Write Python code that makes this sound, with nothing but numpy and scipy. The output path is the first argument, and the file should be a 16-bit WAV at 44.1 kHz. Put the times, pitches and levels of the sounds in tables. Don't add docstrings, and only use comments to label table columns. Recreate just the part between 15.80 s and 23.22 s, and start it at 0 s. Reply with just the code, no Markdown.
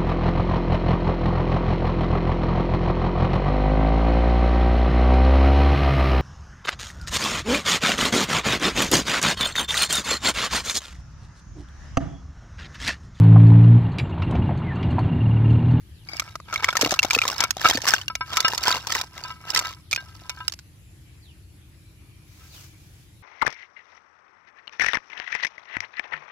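import sys
import numpy as np
from scipy import signal
from scipy.fft import rfft, irfft
from scipy.io import wavfile
from scipy.ndimage import uniform_filter1d

SR = 44100
rng = np.random.default_rng(int(sys.argv[2]) if len(sys.argv) > 2 else 0)


def persist_wave(psi):
    counts = np.round(np.clip(psi, -1, 1) * 32767).astype(np.int16)
    wavfile.write(sys.argv[1], SR, np.atleast_2d(counts).T)


N = 327409

# pitch_hz [Hz], level_db [dB], time to fall 60 dB t60_s [s]
PAN_MODES = [(1004, -3, .15), (1305, 0, .14), (1584, -4, .17), (1992, -12, .09), (2240, -4, .14),
             (2450, -8, .06), (2865, -4, .13), (3585, -9, .09), (4225, -13, .08), (5109, -7, .1)]
# frequency_hz [Hz], relative level_db [dB]
CRACK_COLOUR = [(120, -39.5), (400, -12.5), (1000, -2.5), (2500, -1), (6300, 3.5), (9500, -15.5),
                (13000, -7), (15500, -12), (16400, -36)]


def amp(db):
    return 10 ** (np.asarray(db) / 20)


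def evened(x):
    return x / np.sqrt(np.mean(x ** 2) + 1e-20)


def read(points, hz):
    f, value = np.transpose(points)
    return np.interp(np.log(hz + 1), np.log(f + 1), value)


def add(mix, start_s, sound):
    part = mix[:, round(start_s * SR):][:, :sound.shape[1]]
    part += sound[:, :part.shape[1]]


def ring(hz, db, t60, phase, length=2000):
    t = np.arange(length) / SR
    fading = amp(db[:, None] - 60 * t / t60[:, None])
    waves = np.sin(2 * np.pi * hz[:, None] * t + phase[:, None])
    return (fading * waves).sum(0)


def coloured(x, points):
    n = x.shape[-1]
    return irfft(rfft(x) * amp(read(points, np.fft.rfftfreq(n, 1 / SR))), n)


def knocks(per_s, spread_db):
    sizes = amp(spread_db * np.minimum(rng.exponential(1, N), 4))
    happens = rng.random(N) < per_s / SR
    return evened(sizes * happens)


def surges(rows, column, rise_db_per_s, fall_db_per_s):
    t = np.arange(0, N / SR + .01, .002)
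    db = []
    for row in rows:
        start_s, hold_s = row[0], abs(row[1])
        early_s = np.maximum(start_s - t, 0)
        late_s = np.maximum(t - start_s - hold_s, 0)
        db.append(row[column] - rise_db_per_s * early_s - fall_db_per_s * late_s)
    gain = np.sqrt((amp(db) ** 2).sum(0))
    return np.interp(np.arange(N) / SR, t, gain)


def noise(gain, patchy_db):
    # frequency_hz [Hz], likeness [0-1]
    alike = [(60, 1), (300, 0.74), (700, 0.49), (1400, 0.02)]
    frames, hz = N // 256 + 5, np.fft.rfftfreq(1024, 1 / SR)
    a, b, c, d, patches = rng.standard_normal((frames, 513, 5)).T
    patches = uniform_filter1d(patches, size=10, axis=0)
    patches = evened(uniform_filter1d(patches, size=12, axis=1))
    same = np.clip(read(alike, hz), 0, 1)[:, None]
    left = a + 1j * b
    right = same * left + np.sqrt(1 - same ** 2) * (c + 1j * d)
    patch_depth_db = patchy_db * np.minimum(hz / 1500, 1)[:, None]
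    spectra = np.array([left, right]) * gain(hz)[:, None] * amp(patch_depth_db * patches)
    sound = signal.istft(spectra, nperseg=1024, noverlap=768)[1]
    return evened(sound[:, :N])


def clack(hz, bright_db, treble_db):
    # multiple of its pitch, level_db [dB], time to fall 60 dB t60_s [s]
    shell = [(.55, -3.5, 0.016), (0.998, 8.5, 0.017), (1.5, 6.5, 0.0051)]
    # pitch_hz [Hz], difference_db [dB]
    lean = [(1300, 1.5), (2600, -1.5), (5000, -5.5)]
    lip_hz = np.array([3700, 4600, 5300, 6150])
    t = np.arange(2000) / SR
    ratio, db, t60 = np.transpose(shell)
    body_hz, count = hz * ratio, len(lip_hz)
    detune = 1 + 0.047 * rng.standard_normal(count)
    strength_db = 5 * rng.standard_normal(count)
    colour = [(f, level + treble_db * (f > 10000)) for f, level in CRACK_COLOUR]
    bright = min(amp(bright_db), 1)
    left_over_right_db = read(lean, hz) + 2.5 * rng.standard_normal()
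    ports = []
    for side in (1, -1):
        body_phase = side * (body_hz / 2200) ** 2 * rng.random()
        body = 0.51 * ring(body_hz, db, t60, body_phase)
        lip = ring(lip_hz * detune, strength_db, np.full(count, .022), rng.uniform(0, 2 * np.pi, count))
        crack = evened(coloured(rng.standard_normal(len(t)), colour)) * amp(-60 * t / 0.016)
        whole = np.sqrt(1 - min(bright, .7) ** 2) * body
        whole = whole + bright * 1.02 * lip / abs(lip).max()
        whole = whole + (0.3 + 1.605 * bright) * crack
        soft_start = 1 - np.exp(-t / 0.00027)
        ports.append(amp(side * left_over_right_db / 2) * whole * soft_start)
    return np.array(ports)


def clacks():
    # [dB, at most 0 counts]
    hits = [(0.397, -12.5, 2270, -6.5), (0.421, -26, 1310, -39), (0.555, -20, 1240, -20),
            (0.601, -30, 1220, -45), (0.727, -19, 1370, -24), (0.74, -18, 1320, -7),
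            (0.759, -12.5, 2240, -45), (0.826, -24, 930, -36), (0.844, -4.5, 2100, -21),
            (0.887, -10.5, 2210, -44), (0.905, -21, 3450, -43), (0.928, -19.5, 1460, -18),
            (0.954, -12.5, 1300, -23), (0.969, -11.5, 1800, -4.5), (0.993, -20.5, 950, -22),
            (1.012, -13, 5370, 3), (1.021, -12.5, 2360, -4), (1.108, -18.5, 1760, 0.5),
            (1.117, -19.5, 5350, 0), (1.124, -12, 696, -28), (1.14, -16, 1260, -7),
            (1.191, -2.5, 2730, -42), (1.23, -11.5, 2240, -6), (1.248, -12.5, 727, -11),
            (1.308, -7, 2365, -14), (1.332, -16.5, 960, -3), (1.349, -6.5, 2596, -11),
            (1.388, -7, 2510, -60), (1.417, -7.5, 2400, -52), (1.436, -20.5, 1300, -32),
            (1.453, -14, 1070, -20), (1.479, -15.5, 4690, 0.5), (1.605, -12.5, 980, 2),
            (1.638, -8.5, 1330, -9), (1.707, -15.5, 5470, 0), (1.768, -21, 775, -14),
            (1.887, -19.5, 5140, 0), (1.899, -14.5, 2040, 0.5), (1.955, -17, 4590, -19),
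            (1.973, -16, 1790, -8.5), (2.086, -12.5, 1580, 0), (2.137, -2, 1565, -18.5),
            (2.018, -27, 3140, 2), (2.214, -24.5, 3020, -10), (2.281, -16, 2810, -17),
            (2.353, -18, 2300, -4.5), (2.57, -12, 2280, 0), (2.604, -15, 4640, 1.5),
            (2.778, -19, 4400, 3.5), (2.914, -11, 4620, -18), (3.07, -21.5, 990, 0), (3.122, -17, 1860, 16),
            (3.151, -12, 1980, -10), (3.213, -20.5, 5520, 0), (3.438, -23.5, 4640, -29),
            (3.748, -11, 5490, -5.5), (3.761, -11.5, 1990, -9), (3.774, -9.5, 4880, -9.5),
            (3.791, -15.5, 5750, 2), (3.856, -26, 1930, -22), (4.112, -26, 4600, -1), (4.12, -25, 2430, -6),
            (4.129, -8.5, 2380, -16), (4.148, -29, 4440, -3), (4.161, -17, 2520, -7.5),
            (4.495, -23.5, 1450, 0), (4.68, -11, 5290, -12.5), (4.697, -32, 3640, -9),
            (4.722, -31, 5170, 1), (4.737, -30, 5130, -6.5), (4.79, -36, 1540, -3.5)]
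    treble_per_db = .1
    out = np.zeros((2, N))
    for start_s, level_db, pitch_hz, bright_db in hits:
        sound = clack(pitch_hz, bright_db, -2.0 + treble_per_db * level_db)
        add(out, start_s, amp(level_db) * sound)
        bounce_s = start_s + 0.0013 + 0.0044 * rng.random()
        add(out, bounce_s, amp(level_db - 6.5) * sound)
    return out


def thuds():
    # start_s [s], level_db [dB]
    landings = [(1.029, -14.5), (1.057, -9.5), (1.363, -15.5), (1.949, -20), (1.975, -20)]
    # pitch_hz [Hz], level_db [dB], time to fall 60 dB t60_s [s]
    wall = [(135, -13, .07), (300, -2, .04), (445, -1, .03), (660, -1, .022)]
    length = 6200
    hz, db, t60 = np.transpose(wall)
    soft_start = np.minimum(np.arange(length) / SR / 0.003, 1)
    out = np.zeros((2, N))
    for start_s, level_db in landings:
        detune = rng.uniform(0.81, 1.2, len(hz))
        colour_db = 3 * rng.standard_normal(len(hz))
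        sound = ring(hz * detune, db + colour_db, t60, np.zeros(len(hz)), length=length)
        add(out, start_s, (amp(level_db) * sound * soft_start)[None])
    return out


def slide(column):
    # start_s [s], hold_s [s], pan_db (pan ringing) [dB], rattle_db (small rattle) [dB]
    shakes = [(.31, 0.1, -46.5, -52), (.46, 0.041, -45, -56.5), (.73, 0.12, -33.5, -49),
              (.83, 0.083, -33.5, -50), (1.035, 0.025, -28, -33), (1.12, 0.18, -40.5, -48),
              (1.34, 0.034, -35, -38), (1.44, 0.083, -49, -39.5), (1.6, 0.019, -25, -39.5),
              (1.85, 0.049, -29.5, -28), (2.08, 0.045, -38, -30), (2.52, 0.077, -32.5, -40),
              (2.66, 0.066, -65, -35), (2.79, 0.12, -32, -41), (2.865, 0.079, -28, -30),
              (3.11, 0.078, -34, -38), (3.375, 0.011, -39.5, -46.5), (3.44, 0.062, -38, -52.5),
              (3.69, .18, -32.5, -40), (4.19, 0.46, -53, -62), (6.6, 0.047, -58, -71.5)]
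    return surges(shakes, column, rise_db_per_s=329.5, fall_db_per_s=253)


def rattle():
    out, level = np.zeros((2, N)), slide(column=-1)
    for hz in np.geomspace(700, 5200, num=14):
        sound = clack(hz, rng.uniform(-39.5, 0), 0)
        sound = sound / np.linalg.norm(sound[0])
        drive = level * knocks(36, 4.5)
        out += signal.oaconvolve(drive[None], sound, axes=1)[:, :N]
    return 0.67 * out


def pan_ring(spot_db, empty, length=6500):
    loaded_ring, empty_ring = 0.24, 0.84
    hz, db, t60 = np.transpose(PAN_MODES)
    rise = 1 - np.exp(-np.arange(length) / SR / 0.00013)
    ringing_s = (loaded_ring + (empty_ring - loaded_ring) * empty) * t60
    ports = []
    for side in (1, -1):
        phase = side * (hz / 2400) ** 2
        ports.append(rise * ring(hz, db + spot_db, ringing_s, phase, length=length))
    return np.array(ports)


def skid(sound):
    slips = rng.standard_normal(round(.003 * SR)) ** 3
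    return signal.oaconvolve(sound, slips[None] / np.linalg.norm(slips), axes=1)


def pan():
    # start_s [s], level_db [dB], favoured_hz (mode nearest the struck spot) [Hz]
    blows = [(.888, -6.5, 1305), (1.8461, -8, 1280), (1.854, 3.5, 1220), (1.863, -4.5, 1350),
             (1.872, -15.5, 1110), (2.095, -19.5, 1580), (2.3, -20, 1305), (2.354, -24, 1305),
             (2.408, -12.5, 1460), (2.572, -12, 1305), (2.6466, -2, 1200), (2.87, -16.5, 1004),
             (3.196, -28.5, 1004), (3.443, -34, 1260), (3.603, -35.5, 1140), (4.1755, -19.5, 1584),
             (4.35, -45.5, 1305), (4.497, -24.5, 2420), (4.572, -32, 1550), (4.6035, -23, 1450)]
    empty_from_s, empty_takes_s = 1.9, .8
    empty = np.clip((np.arange(N) / SR - empty_from_s) / empty_takes_s, 0, 1)
    level, out = slide(column=-2), np.zeros((2, N))
    for state in (0, 0, 0, 1, 1, 1):
        modes = pan_ring(5 * rng.standard_normal(len(PAN_MODES)), state)
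        scrape = knocks(90, 6)
        drive = .5 * level * np.sqrt(abs(1 - state - empty)) * scrape
        out += signal.oaconvolve(drive[None], modes / np.linalg.norm(modes[0]), axes=1)[:, :N]
    for start_s, level_db, favoured_hz in blows:
        octaves_away = abs(np.log2(np.transpose(PAN_MODES)[0] / favoured_hz))
        spot_db = -50 * np.minimum(octaves_away, .23)
        sound = skid(pan_ring(spot_db, empty[round(start_s * SR)]))
        add(out, start_s, amp(level_db) * sound)
    return out


def drag():
    # start_s [s], length_s [s], level_db [dB], first_hz [Hz], second_hz [Hz]
    shell_drag = (.285, .12, -38, 2255, 4800)
    start_s, length_s, level_db, *hz = shell_drag
    slips = knocks(810, 6.6)[:round(length_s * SR)]
    modes = ring(np.array(hz), np.zeros(2), np.array([.04, .02]), np.zeros(2))
    sound = evened(signal.oaconvolve(slips, modes))
    out = np.zeros((2, N))
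    add(out, start_s, amp(level_db) * sound * np.array([[1], [-.5]]))
    return out


def leaves():
    # start_s [s], hold_s [s], level_db [dB]
    brushes = [(6.56, 0.082, -55.5), (6.75, 0.072, -48.5), (7, 0.22, -62)]
    flicker = evened(uniform_filter1d(rng.standard_normal(N), size=500))
    level = surges(brushes, -1, rise_db_per_s=115, fall_db_per_s=123.5)
    crackle = noise(lambda f: amp(.5 * read(CRACK_COLOUR, f)), 2.0)
    return level * amp(1.5 * flicker) * crackle


def bird():
    # start_s [s], level_db [dB]
    calls = [(0.115, -58), (0.56, -57), (4.0, -60), (5.39, -54), (6.67, -50)]
    from_hz, to_hz, chirp_s = 5600, 2150, .15
    u = np.arange(0, 1, 1 / SR / chirp_s)
    hz = from_hz * (to_hz / from_hz) ** u
    tone = np.sin(np.pi * u) * np.sin(2 * np.pi * np.cumsum(hz) / SR)
    plain = np.zeros((1, N))
    for start_s, level_db in calls:
        add(plain, start_s, amp(level_db) * tone[None])
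    echoes = rng.standard_normal((2, SR // 4)) * amp(-60 * np.arange(SR // 4) / SR / .2)
    return signal.oaconvolve(plain, echoes / np.linalg.norm(echoes[0]), axes=1)[:, :N]


def tones():
    # start_s [s], length_s [s], pitch_hz [Hz], level_db [dB]; the 7300 Hz one is insect song
    far_tones = [(4.8, 1.1, 7300, -75), (5.95, 1.4, 2350, -69)]
    out = np.zeros((2, N))
    for start_s, length_s, pitch_hz, level_db in far_tones:
        turn = 2 * np.pi * pitch_hz * np.arange(0, length_s, 1 / SR)
        a, b = uniform_filter1d(rng.standard_normal((2, 2, len(turn))), size=200)
        fuzzy = a * np.cos(turn) + b * np.sin(turn)
        add(out, start_s, amp(level_db) * evened(signal.windows.tukey(len(turn)) * fuzzy))
    return out


def air():
    # frequency_hz [Hz], relative level_db [dB]
    air_colour = [(24, -56.5), (50, 4), (75, -1.5), (172, -17.5), (250, -35.5), (305, -20), (390, -35.5),
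                  (688, -42), (1320, -42), (2450, -38.5), (9500, -47.5), (15200, -51), (16400, -83.5)]
    # centre_hz [Hz], width_hz [Hz], relative level_db [dB]
    insects = [(11000, 900, -5)]

    def insect_gain(f):
        return sum(amp(db) / (1 + (2 * (f - hz) / width) ** 2) for hz, width, db in insects)

    wash = noise(lambda f: amp(read(air_colour, f)), 2.6)
    rumble = signal.sosfilt(signal.butter(N=2, Wn=400, fs=SR, output="sos"), wash)
    fading = amp(-0.62 * np.arange(N) / SR)
    return amp(-45) * (wash + (fading - 1) * rumble) + amp(-68.5) * noise(insect_gain, 1.2)


def scene():
    shells = clacks() + thuds() + rattle() + pan() + drag()
    return shells + leaves() + bird() + tones() + air()


def record(dry):
    loud = np.tanh(dry * amp([[.6], [-.6]]))
    thin = signal.sosfilt(signal.butter(N=4, Wn=52, btype="high", fs=SR, output="sos"), loud)
    band_limit = signal.firwin(511, 16300, window=("kaiser", 9), fs=SR)
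    return signal.oaconvolve(thin, band_limit[None], "same")


dry = scene()
out = record(dry)
persist_wave(out)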